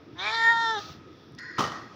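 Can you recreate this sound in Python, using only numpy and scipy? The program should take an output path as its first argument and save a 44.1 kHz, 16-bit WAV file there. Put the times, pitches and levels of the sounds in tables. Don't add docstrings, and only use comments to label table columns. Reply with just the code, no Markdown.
import sys
import numpy as np
from scipy import signal
from scipy.fft import rfft, irfft
from scipy.io import wavfile
from scipy.ndimage import uniform_filter1d

SR = 44100
rng = np.random.default_rng(int(sys.argv[2]) if len(sys.argv) > 2 else 0)


def digitize_waveform(pressure):
    field = np.atleast_2d(pressure).T
    bounded = np.clip(field, -1, 1)
    quanta = np.round(bounded * 32767).astype(np.int16)
    wavfile.write(sys.argv[1], SR, quanta)


def level_to_linear(level):
    exponent = np.asarray(level, float) / 20
    return 10 ** exponent


N = 85995
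T = np.arange(N) / SR


def level(x, db):
    return x * level_to_linear(db) / np.sqrt(np.mean(x ** 2))


def colour(x, points, tilt_db=0.):
    p = np.array(points, float)
    size = N + 4117
    hz = np.arange(size // 2 + 1) * SR / size + 1
    db = np.interp(np.log(hz), np.log(p[:, 0]), p[:, 1])
    db = db + tilt_db * np.log2(np.maximum(hz / 5500, 1))
    return irfft(rfft(x, size) * level_to_linear(db), size)[..., :N]


def band(x, hz, width):
    return signal.lfilter(*signal.iirpeak(min(hz, .45 * SR), hz / width, SR), x)


def band_twice(x, hz, width):
    return band(band(x, hz, width), hz, width)


def walk(rate, size=N):
    k = int(SR / rate)
    held = np.repeat(rng.standard_normal(size // k + 1), k)
    return 1.48 * uniform_filter1d(uniform_filter1d(held, k), k)[:size]


def shape(start, attack, hold, fall):
    rise = np.clip((T - start) / attack, 0, 1) ** 2
    return rise * level_to_linear(-20 * np.clip((T - start - attack - hold) / fall, 0, 9))


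def decay(start, t60):
    return (T >= start) * level_to_linear(-60 * np.clip((T - start) / t60, 0, 9))


def cat():
    # (time [s], pitch [Hz], level [dB])
    meow = [
        (0.148, 329.6, -59),
        (.2, 361.1, -41),
        (0.252, 415.2, -35.5),
        (0.335, 453.1, -31.5),
        (0.507, 462.5, -25),
        (0.69, 452.8, -28),
        (0.738, 439.5, -31),
        (.78, 403, -29),
        (0.803, 408, -40),
    ]
    # (time [s], resonance [Hz], its level [dB], half-pitch lines [dB], brightness [dB], chest [dB])
    mouth_track = [
        (.18, 2240, -7, -7, -3.5, 0),
        (0.226, 2314, 3, -4, 3.5, 3.5),
        (.285, 2370, 12, -1.5, 8, 1),
        (0.339, 2270, -11, -16, 8, -0.5),
        (0.369, 2004, 10, -23, 6, -2.5),
        (0.484, 1918, 14, -58, 1.5, -6.5),
        (0.571, 1600, -7, -37.5, 0.5, -20.5),
        (0.701, 1450, -6, -49, 6, 2.5),
        (0.791, 1500, -40.5, -20, 1, 7),
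    ]
    # (multiple of the held pitch, level [dB])
    throat = [(1, -10.5), (2, 2.5), (3, -2), (4, 0.5), (5, -32), (6, -31), (7, -15.5), (8, -9), (9, -28),
              (10, -28), (11, -27), (12, -27), (13, -37), (14, -44), (15, -24.5), (16, -33.5)]
    # (time [s], roughness at 3.47 kHz [0-1])
    hoarse = [
        (.17, .7),
        (.215, .5),
        (.29, .4),
        (.345, .8),
        (.37, .25),
        (.45, .12),
        (.5, .05),
        (.75, .06),
        (.8, .4),
    ]
    # (time [s], added roughness [0-1])
    catches = [(.345, .3), (.395, .15), (.44, .22), (.525, .12), (.573, .13), (.613, .17), (.667, .16),
               (.706, .2)]
    # (time [s], upper throat resonance [Hz], its level [dB], nose resonance [Hz], its level [dB])
    rasp_track = [
        (.172, 3480, -33, 5810, -31),
        (.19, 3520, 5.5, 6050, -13.5),
        (.235, 3900, -5.5, 6100, -27.5),
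        (.29, 4200, -19.5, 6500, -27.5),
        (.35, 4150, -6, 7000, -34.5),
        (.44, 4100, -15, 7150, -18),
        (.55, 4100, -20.5, 6330, -33.5),
        (.63, 4100, -17.5, 6170, -27),
        (.72, 4000, -16.5, 5960, -25.5),
    ]
    held_hz, bright_hz, rough_above_hz, rough_hz = 462, 2870, 3470, 380
    mouth_width_hz, rasp_width_hz, nose_width_hz = 83.5, 260, 187
    start_s, stop_s, fade_s = 0.15, .805, 0.0097
    span = slice(6600, 36600)
    t = T[span]

    def soft(track):
        return uniform_filter1d(track, size=700)

    def drift(rate):
        return walk(rate, size=len(t))

    def tracks(table):
        columns = np.array(table).T
        return [soft(np.interp(t, columns[0], v)) for v in columns[1:]]

    def peak(f, centre, width):
        return 1 / np.sqrt(1 + ((f - centre) / width) ** 4)

    meow_s, meow_hz, meow_db = np.array(meow).T
    throat_multiple, throat_db = np.array(throat).T
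    hz = soft(np.interp(t, meow_s, meow_hz))
    mouth_hz, mouth_db, half_db, bright_db, chest_db = tracks(mouth_track)
    rasp_hz, rasp_db, nose_hz, nose_db = tracks(rasp_track)
    mouth, halves, rasp, nose = level_to_linear(mouth_db), level_to_linear(half_db), level_to_linear(rasp_db), level_to_linear(nose_db)

    puffs = level_to_linear(-26 + 4 * np.clip(drift(70), -2, 2))
    rough = np.interp(t, *np.array(hoarse).T)
    rough = rough + sum(more * np.exp(-((t - s) / .007) ** 2) for s, more in catches)
    wobble = 0.0033 * drift(40.6) + 0.0033 * rough * drift(220)
    phase = 2 * np.pi * np.cumsum(hz * (1 + wobble)) / SR
    closing_db = -150 * np.clip(t - meow_s[6], 0, 1)
    top_db = -55 * np.clip(t - .46, 0, 1)

    out = np.zeros(N)
    for k in np.arange(1, 35.5, .5):
        f, half = k * hz, k % 1 > 0
        db = np.interp(f / held_hz, throat_multiple, throat_db)
        db = db + bright_db / (1 + (bright_hz / f) ** 6) - .7 * max(k - 17, 0)
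        db = db + chest_db * (k == 1) + closing_db * (2 < k < 7 or k > 10) + top_db * (k > 18)
        gain = level_to_linear(db) + mouth * peak(f, mouth_hz, mouth_width_hz)
        if 6 < k < 20:
            gain = gain + rasp * peak(f, rasp_hz, rasp_width_hz) + nose * peak(f, nose_hz, nose_width_hz)
        line = halves if half else 1
        reach = np.clip(.24 * halves * 2 + (f / rough_above_hz) ** 1.9, 0, 9)
        smear = np.clip(rough * reach, 0, 1)
        noise = line * smear + puffs * (0.2 + f / rough_above_hz)
        turn = k * phase + np.pi / 2 * k ** 2 + 2 * np.pi * rng.random() * (half or k > 5)
        line = line * np.sqrt(1 - smear ** 2) * level_to_linear(.35 * np.clip(k - 4, 1, 11) * drift(12))
        in_phase = (line + noise * drift(rough_hz)) * np.sin(turn)
        out[span] += gain * (in_phase + noise * drift(rough_hz) * np.cos(turn))
    gate = np.clip(np.minimum(T - start_s, stop_s - T) / fade_s, 0, 1)
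    return out * gate * level_to_linear(soft(np.interp(T, meow_s, meow_db)) - 2)


def knock():
    # (time [s], level [dB])
    blows = [(1.582, -4.5), (1.5854, 0.5), (1.592, 3.5), (1.605, 0.5), (1.622, -4.5), (1.639, -5),
             (1.65, -8.5), (1.665, -12.5), (1.674, -13.5), (1.699, -13.5), (1.719, -11)]
    # (frequency [Hz], level [dB], t60 [s])
    body = [(186, -13.5, 0.65), (404, -6, 0.4), (807, -7.5, 0.94), (1040, -16, .3), (600, -10.5, 0.13),
            (1274, 1, 0.82), (1500, -20, .5), (1856, -5.5, .7), (3016, -0.5, 0.39), (3270, -14, 0.2),
            (4460, -31, 0.35), (5000, -28, 0.17)]
    # (frequency [Hz], level [dB])
    clatter_colour = [(70, -19), (180, -3.5), (450, -9), (862, -9.5), (1250, 2), (1600, -23), (5460, -19.5),
                      (16000, -24)]
    crack_s, clatter_t60_s, tail_t60_s = 0.0011, 0.12, 0.94
    start = blows[1][0]
    crack = rng.standard_normal(N) * sum(level_to_linear(db) * decay(s, crack_s * 3) for s, db in blows)
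    rings = 0
    for hz, db, t60 in body:
        ring_s = .2 * t60
        sustained = level(band(rng.standard_normal(N), hz, 9 / ring_s), 0) * 0.13 * decay(start, t60)
        struck = band(crack, hz, 4.9 / ring_s) * SR * ring_s / 300
        rings = rings + level_to_linear(db) * (sustained + struck)
    hiss = rng.standard_normal((2, N))
    contacts = sum(level_to_linear(db) * uniform_filter1d(decay(s, clatter_t60_s), size=60) for s, db in blows)
    clatter = level(colour(hiss[0], clatter_colour), -28.5) * contacts
    tail = level(colour(hiss[1], clatter_colour, tilt_db=-10.5), -34)
    tail = tail * decay(start, tail_t60_s) * level_to_linear(2.5 * walk(29.54))
    return level_to_linear(-20) * rings + clatter + tail


def drag():
    # (frequency [Hz], width [Hz], level [dB])
    modes = [(1036, 23, -12), (1497, 110, -5.5), (1617, 114, -3.5), (1878, 150, 0), (2430, 95, -42),
             (3400, 200, -53), (4294, 69, -11.5), (4930, 730, -20), (6720, 150, -21.5)]
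    slips_per_s = 6000
    slips = (rng.random(N) < slips_per_s / SR) * rng.standard_normal(N) * level_to_linear(1.5 * walk(70))
    rung = sum(level_to_linear(db) * level(band_twice(slips, hz, 1.1 * w), 10 * np.log10(w)) for hz, w, db in modes)
    return level(rung, -41.5) * shape(1.372, attack=.02, hold=0.28, fall=0.29)


def scuff():
    # (frequency [Hz], level [dB])
    sole_colour = [(500, -21), (620, 7.5), (974, -12.5), (1260, 2), (2130, -5.5), (3800, 4.5), (5630, 0),
                   (9500, -14.5)]
    start_s, hold_s, grit_hz = 0.7684, 0.14, 14900
    sag = level_to_linear(-10.5 * np.clip((T - start_s) / hold_s, 0, 1) + 0.5 * walk(40))
    grit = level(band_twice(rng.standard_normal(N), grit_hz, 2500), -54.5)
    sole = level(colour(rng.standard_normal(N), sole_colour), -40) * sag
    return (sole + grit) * shape(start_s, 0.016, hold_s, fall=0.066)


def ticks():
    # (time [s], level [dB], length [s], centre [Hz])
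    clicks = [(.345, -19, 0.0042, 3970), (.777, -46, .004, 6500), (1.322, -34, 0.00066, 11000),
              (1.35, -41, .0015, 5000), (1.351, -32, 0.0012, 11000), (1.38, -39, 0.0044, 3100),
              (1.385, -33, 0.0087, 3900), (1.386, -33, 0.011, 4930), (1.389, -34, 0.0082, 7400),
              (1.39, -35, 0.0093, 10100), (1.426, -40, .002, 9800), (1.437, -41, .002, 9500),
              (1.573, -24, .012, 1950)]
    hiss = rng.standard_normal(N)
    return sum(level_to_linear(db) * band_twice(hiss * decay(s, 4 * length), hz, .4 * hz) for s, db, length, hz in clicks)


def steps():
    # (time [s], level [dB], length [s])
    thuds = [
        (0.118, -50.5, 0.034),
        (0.89, -52, 0.05),
        (1.303, -47.5, 0.075),
        (1.369, -52.5, 0.065),
        (1.631, -42.5, 0.067),
    ]
    push = sum(level_to_linear(db) * shape(s, 0.012, length / 3, length) for s, db, length in thuds)
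    return 12 * band_twice(rng.standard_normal(N) * push, 128, 128)


def hums():
    # (time [s], level [dB], length [s])
    swells = [(0.02, -52.5, 0.048), (0.061, -50, 0.087), (0.106, -51, 0.026), (0.628, -52.5, 0.098),
              (0.978, -52, .16), (1.484, -51, 0.14), (1.797, -47, 0.035)]
    hum_hz, width_hz = 325, 66
    push = sum(level_to_linear(db) * shape(s, 0.016, length / 2, length) for s, db, length in swells)
    return 14 * band(band(rng.standard_normal(N) * push, hum_hz, width_hz), hum_hz, 2 * width_hz)


def yard():
    # (frequency [Hz], density [dB per Hz])
    traffic_colour = [(40, -14), (95, -7), (250, -11.5), (311, -7), (400, -13.5), (700, -24), (2500, -28),
                      (16000, -57)]
    traffic = colour(rng.standard_normal(N), traffic_colour)
    swell = walk(2.53)
    centres = 40 * 2 ** np.arange(0, 9, .5)
    bands = sum(level_to_linear(1.8 * swell + 1.92 * walk(8.78)) * band(traffic, hz, hz / 3.2) for hz in centres)
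    return level(bands, -51.5)


def leaves():
    # (frequency [Hz], density [dB per Hz])
    leaf_colour = [(1850, 2), (2550, -28.5), (3400, 6.5), (4200, -4.5), (5500, 0), (7000, -26.5),
                   (12000, -1.5), (16000, -7.5)]
    # (time [s], level [dB])
    breeze = [
        (0, -66),
        (.2, -59.5),
        (.93, -53),
        (1.02, -63.5),
        (1.2, -60),
        (1.33, -62.5),
        (1.7, -56.5),
        (1.95, -60.5),
    ]
    gusts = level_to_linear(np.interp(T, *np.array(breeze).T) + 1.1 * walk(14))
    return level(colour(rng.standard_normal(N), leaf_colour), 0) * gusts


def scene():
    voice = cat()
    walls = (rng.standard_normal(N) * decay(0.016, .3))[:SR // 2]
    wet = signal.fftconvolve(voice, walls / np.sqrt(np.sum(walls ** 2)))[:N]
    far = level_to_linear(-19) * wet + yard() + scuff()
    recess = level_to_linear(13) * band(far, 1263, 34) * level_to_linear(2.5 * walk(8.1))
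    return (voice + far + knock() + recess + leaves() + drag() + ticks() + steps() + hums())[None]


def band_limit(x):
    return signal.sosfilt(signal.butter(12, 16250, fs=SR, output="sos"), x)


def record(dry):
    # (frequency [Hz], level [dB])
    port = [(25, -30.5), (90, 1.5), (6000, 0), (7200, -11), (8000, -18), (13800, -24), (15200, -12),
            (15600, -17.5)]
    top = signal.ellip(8, .2, 70, 15700, fs=SR, output="sos")
    mix = signal.sosfilt(top, colour(dry, port))
    return band_limit(mix)


dry = scene()
out = record(dry)
digitize_waveform(out)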